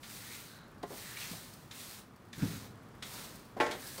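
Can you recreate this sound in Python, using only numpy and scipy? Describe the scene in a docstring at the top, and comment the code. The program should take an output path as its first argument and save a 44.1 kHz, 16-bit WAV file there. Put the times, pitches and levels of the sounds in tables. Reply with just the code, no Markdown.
"""Over a faint room hum, a stiff broom starts the first of six strokes on a concrete workshop floor.
In each, the bristles tap down and hiss over rolling grit; the first two push into the dirt pile,
and most strokes also rasp. From 0.7 s single stones skitter away; from 0.8 s the sweeper's shoes
scuff and thud. At 3.6 s the broom head knocks on the floor and rattles, and the last stroke follows."""
import sys
import numpy as np
from scipy import signal
from scipy.fft import rfft, irfft
from scipy.io import wavfile
from scipy.ndimage import uniform_filter1d

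SR = 44100
rng = np.random.default_rng(int(sys.argv[2]) if len(sys.argv) > 2 else 0)


def store_pcm(level_fs):
    """Save levels as 16-bit WAV."""
    pcm = np.round(np.clip(level_fs, -1, 1) * 32767).astype(np.int16)
    wavfile.write(sys.argv[1], SR, np.atleast_2d(pcm).T)


N = 176400


def undb(db):
    """Decibels to gain."""
    return 10 ** (np.asarray(db) / 20)


def since(start_s):
    """Seconds since start_s, per sample."""
    return np.arange(N) / SR - start_s


def colour(x, spectrum):
    """Shape x by (f/Hz, level/dB) points, roll off the bass, scale to rms 1."""
    hz, db = np.array(spectrum, float).T
    f = np.maximum(np.fft.rfftfreq(N, 1 / SR), 1)
    gain = undb(np.interp(np.log(f), np.log(hz), db))
    low_cut = f ** 2 / (f ** 2 + (hz[0] / 2) ** 2)
    y = irfft(rfft(x) * gain * low_cut, N)
    return y / np.std(y)


def noise(spectrum):
    """Coloured noise, rms 1."""
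    return colour(rng.standard_normal(N), spectrum)


def clicks(per_s, spread_db):
    """Random tiny impacts, most weak, a few strong."""
    size = undb(spread_db * np.minimum(rng.exponential(size=N), 4.5))
    return (rng.random(N) < per_s / SR) * size * rng.choice([-1, 1], N)


def wander(rate_hz):
    """Smooth random curve, standard deviation 1."""
    hold = int(SR / rate_hz)
    y = uniform_filter1d(rng.standard_normal(N)[np.arange(N) // hold], hold)
    return y / np.std(y)


def swell(centre_s, half_s):
    """Gaussian envelope."""
    return np.exp(-.5 * (since(centre_s) / half_s) ** 2)


def blow(start_s, attack_s, t60_s):
    """Impact envelope: linear rise, exponential decay."""
    t = np.maximum(since(start_s), 0)
    return np.minimum(t / attack_s, 1) * np.exp(-np.log(1000) * t / t60_s)


def hits(table, spectrum, attack_s):
    """One noise burst per row."""
    return noise(spectrum) * sum(undb(db) * blow(s, attack_s, t60) for s, db, t60 in table)


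def ringing_hits(table, spectrum, modes, attack_s, ring_db):
    """Noise bursts, each exciting the same modes."""
    ring = sum(undb(db + mode_db) * blow(s, attack_s, t60) * np.sin(2 * np.pi * hz * since(s))
               for s, db, _ in table for hz, mode_db, t60 in modes)
    return hits(table, spectrum, attack_s) + undb(ring_db) * ring


# hum spectrum: f/Hz, level/dB
HUM_SPECTRUM = [(22, -25), (40, -0.5), (70, -6), (115, 4.5), (165, 0.5), (220, 1.5), (275, -2.5),
                (450, -7.5), (700, -10.5), (850, -10.5), (1250, -10), (1700, -16.5), (2600, -23.5),
                (7000, -32), (15500, -40.5)]
# hum envelope: t/s, level/dB
HUM_ENVELOPE = [(0, -56), (.7, -54.5), (1.3, -54.5), (2.2, -56), (2.752, -53.5), (3.2, -51.5), (3.5, -54),
                (4, -53)]


def room_hum():
    """Faint low noise, drifting in level."""
    level_db = np.interp(since(0), *np.array(HUM_ENVELOPE).T)
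    return noise(HUM_SPECTRUM) * undb(level_db)


def workshop(x, wet_db):
    """The cluttered room adds a short, dull, diffuse tail."""
    decay = blow(start_s=0.0057, attack_s=0.0088, t60_s=0.18)
    tail = (noise([(100, 9), (3000, 6.5), (15000, 0)]) * decay)[:SR]
    tail /= np.sqrt(np.sum(tail ** 2))
    return x + undb(wet_db) * signal.fftconvolve(x, tail)[:N]


# weight shifts: t/s, level/dB, t60/s
THUD_HITS = [(.833, -47.5, .15), (1.308, -45, 0.17), (2.372, -41.5, 0.6), (2.422, -28.5, 0.2),
             (2.495, -44, 0.69)]
# thud spectrum: f/Hz, level/dB
THUD_SPECTRUM = [(30, -15), (70, -7), (105, -2), (175, 0), (280, -5.5), (450, -19.5), (900, -48),
                 (3000, -78)]
# thud modes: f/Hz, level/dB, t60/s
LOW_MODES = [(104.6, -6, 0.85), (169.3, 4.5, 0.29), (182, -9, 0.15), (275.5, -5, .16)]


def thuds():
    """The sweeper's weight shifts with dull thuds."""
    return ringing_hits(THUD_HITS, THUD_SPECTRUM, LOW_MODES, attack_s=0.0066, ring_db=-4)


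# footfalls: t/s, level/dB, t60/s
STEP_HITS = [(.831, -32.5, 0.076), (.901, -44, 0.34), (1.328, -50, 0.25), (2.424, -45.5, 0.27),
             (2.635, -54, 0.25), (3.564, -40, 0.4), (3.98, -46, 0.37)]
# scuff spectrum: f/Hz, level/dB
STEP_SPECTRUM = [(80, -66), (250, 0), (410, 0.5), (540, 2), (680, -1), (900, -2.5), (1500, -15),
                 (3000, -25.5), (10000, -38)]
# sole modes: f/Hz, level/dB, t60/s
SHOE_MODES = [(415, 1.5, 0.095), (444, -8.5, 0.084), (700, -6, 0.12), (1053, -12.5, 0.16),
              (1630, -20, 0.14), (1944, -18.5, 0.17)]


def shoes():
    """Shoes scuff the concrete; the soles ring."""
    return ringing_hits(STEP_HITS, STEP_SPECTRUM, SHOE_MODES, attack_s=0.0063, ring_db=-1.5)


# stray grain spectrum: f/Hz, level/dB
STRAY_SPECTRUM = [(800, -4), (3000, 0.5), (6000, -9.5), (9000, -8), (15500, -3.5)]


def stray_grains():
    """Loose grains land throughout, each rolling on briefly."""
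    landings = clicks(per_s=420, spread_db=4.5)
    roll = (rng.standard_normal(N) * blow(0, attack_s=0.0015, t60_s=0.024))[:SR]
    return undb(-73) * colour(signal.fftconvolve(landings, roll)[:N], STRAY_SPECTRUM)


# stone ticks: t/s, level/dB, t60/s
STONE_HITS = [(.745, -74, 0.059), (.78, -65, .06), (.829, -52, .02), (.972, -50, 0.037),
              (1.536, -46.5, 0.039), (1.677, -59, 0.029), (2.16, -62, 0.061), (2.25, -70, 0.093),
              (2.285, -70, 0.048), (2.705, -65, 0.064), (2.772, -65, 0.039), (2.875, -73, .05),
              (3.137, -40, .018), (3.354, -49, 0.061), (3.394, -54, .04), (3.451, -57, 0.057),
              (3.87, -44, .09), (3.978, -43, 0.097)]
# tick spectrum: f/Hz, level/dB
STONE_SPECTRUM = [(1000, -26), (3000, -39), (4500, 12), (6500, 1), (8500, 7), (11000, 1), (15500, 2.5)]


def stones():
    """Single stones skitter away from the bristles."""
    return hits(STONE_HITS, STONE_SPECTRUM, attack_s=0.0015)


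# blow and rebounds: t/s, level/dB
HEAD_BLOWS = [(3.6004, -2.5), (3.607, -4.5), (3.665, -16)]
# head and handle modes: f/Hz, level/dB, t60/s
HEAD_MODES = [(266, -6.5, 0.23), (359, 0.5, 0.28), (420, -5.5, 0.32), (471.6, -3.5, 0.36), (594, -5, 0.42),
              (733, -8, 0.13), (850, 1, 0.24), (882, -5, 0.31), (1085, -1, .28), (1123, -18, 0.21),
              (1361, -8, 0.36), (1545, -11, 0.46), (1770, -8, .26), (1950, -0.5, 0.14), (2238, -11, 0.16),
              (2430, -16, .2)]
# clatter spectrum: f/Hz, level/dB
CLATTER_SPECTRUM = [(60, -28), (120, -11), (200, -8.5), (340, 2), (800, -1.5), (1100, -8), (2100, -6),
                    (2800, -15.5), (4000, -21), (7000, -25.5), (15500, -39.5)]
# crack spectrum: f/Hz, level/dB
CRACK_SPECTRUM = [(150, -18), (400, 0.5), (2100, 1.5), (3200, -6.5), (4200, -8), (7000, -22), (15500, -37)]


def head_knock():
    """Each blow on the floor cracks, rings head and handle, and leaves a clatter in the room."""
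    def struck(t60_s):
        return np.sqrt(sum((undb(db) * blow(s, 0.0016, t60_s)) ** 2 for s, db in HEAD_BLOWS))

    ring = sum(undb(db) * struck(t60) * np.sin(2 * np.pi * (hz * since(0) + rng.random()))
               for hz, db, t60 in HEAD_MODES)
    clatter = struck(t60_s=0.54) * noise(CLATTER_SPECTRUM)
    crack = struck(t60_s=0.093) * noise(CRACK_SPECTRUM)
    return undb(-29) * ring + undb(-30.5) * clatter + undb(-25.5) * crack


# floor taps: t/s, level/dB, t60/s
TAP_HITS = [(.03, -43.5, 0.11), (.8275, -40.5, 0.036), (1.166, -41, .05), (1.709, -42.5, 0.1),
            (2.328, -42, .075), (2.417, -46.5, 0.13), (3.0225, -36, 0.092), (3.661, -37, 0.058),
            (3.709, -36.5, 0.13), (3.976, -47, 0.1)]
# tap spectrum: f/Hz, level/dB
TAP_SPECTRUM = [(200, -13), (900, -9.5), (2200, 2), (2700, -4.5), (3400, 2), (5000, -6), (8000, -10),
                (15500, -27)]


def taps():
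    """Bristles and stones tap the floor."""
    return hits(TAP_HITS, TAP_SPECTRUM, attack_s=0.0047)


# bristle judder: t/s, half length/s, centre f/Hz, level/dB
RASP_SWELLS = [(0.254, 0.037, 1850, -57), (0.337, 0.044, 2160, -57.5), (0.516, 0.091, 4000, -63.5),
               (0.58, 0.14, 1520, -63), (1.093, 0.063, 1910, -55), (1.173, 0.0043, 2310, -44.5),
               (1.21, .04, 2540, -52.5), (2.423, 0.017, 1570, -49.5), (2.51, 0.077, 1410, -60),
               (3.163, 0.064, 960, -58.5), (3.89, 0.096, 1665, -60)]


def rasping(relative_bandwidth=0.13):
    """Stick-slip clicks ring the bent bristles in a narrow band."""
    out = 0
    for s, half_s, hz, db in RASP_SWELLS:
        resonance = signal.iirpeak(hz, 1 / relative_bandwidth, fs=SR)
        band = signal.lfilter(*resonance, clicks(per_s=1500, spread_db=1.1))
        out += undb(db) * band / np.std(band) * swell(s, half_s)
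    return out


# strokes: t/s, rise/s, hold/s, release/s, hiss level/dB, grit level/dB, fade over release/dB
BROOM_STROKES = [(-.01, 0.11, 0.3, 0.17, -51.5, -54.5, 11.5), (0.838, 0.13, 0.4, 0.38, -50.5, -53.5, 20),
                 (1.703, 0.078, 0.14, 0.066, -51.5, -53.5, 3), (2.321, 0.076, 0.13, .13, -54, -51, 5.5),
                 (3.016, 0.057, 0.17, 0.37, -51, -51.5, 30), (3.66, 0.21, .2, .1, -49, -54, 10)]
# pushes into the pile: t/s, half length/s, grit level/dB, hiss level/dB
PILE_PUSHES = [(0.338, 0.025, -51, -55), (1.226, 0.047, -45, -51.5), (1.31, 0.017, -49, -52)]
# bristle spectrum: f/Hz, level/dB
HISS_SPECTRUM = [(200, -13), (700, -13), (1500, -3), (2800, -4), (4300, 1.5), (5600, -1.5), (7000, -2),
                 (8500, 2), (10500, -2), (12500, -1.5), (15500, -1.5)]
# grit spectrum: f/Hz, level/dB
GRIT_SPECTRUM = [(150, -17), (400, -3.5), (700, -6.5), (1300, -2.5), (2000, 0.5), (2900, -2.5), (4000, 0),
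                 (6500, -3.5), (10000, -9.5), (15500, -8)]


def sweeping(lift_db_per_s=234):
    """Bristle flicks and rolling grit follow the pressure of each stroke."""
    hiss_gain, grit_gain = 0, 0
    for start_s, rise_s, hold_s, release_s, hiss_db, grit_db, fade_db in BROOM_STROKES:
        t = since(start_s)
        easing_s = t - rise_s - hold_s
        eased_db = fade_db * np.clip(easing_s / release_s, 0, 1)
        lifted_db = lift_db_per_s * np.maximum(easing_s - release_s, 0)
        pressure = np.clip(t / rise_s, 0, 1) * undb(-eased_db - lifted_db)
        hiss_gain += undb(hiss_db) * pressure ** 1.08  # hiss grows faster than grit
        grit_gain += undb(grit_db) * pressure
    for s, half_s, grit_db, hiss_db in PILE_PUSHES:
        push = swell(s, half_s)
        hiss_gain = np.hypot(hiss_gain, undb(hiss_db) * push)
        grit_gain = np.hypot(grit_gain, undb(grit_db) * push)
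    bristles = hiss_gain * colour(clicks(per_s=14000, spread_db=2), HISS_SPECTRUM)
    grit = grit_gain * colour(clicks(per_s=3500, spread_db=2), GRIT_SPECTRUM)
    flutter_db = 0.74 * wander(rate_hz=45.33)
    return (bristles + grit) * undb(flutter_db)


def scene():
    """Mono mix; only the sweeping sounds get the room tail."""
    hum = room_hum()
    broom = sweeping() + stray_grains() + taps() + rasping() + stones()
    return (hum + workshop(broom, wet_db=-10) + shoes() + thuds() + head_knock())[None]


def record(dry, cutoff_hz=15700):
    """Steep elliptic low-pass."""
    return signal.sosfilt(signal.ellip(10, .1, 60, cutoff_hz, fs=SR, output="sos"), dry)


dry = scene()
out = record(dry)
store_pcm(out)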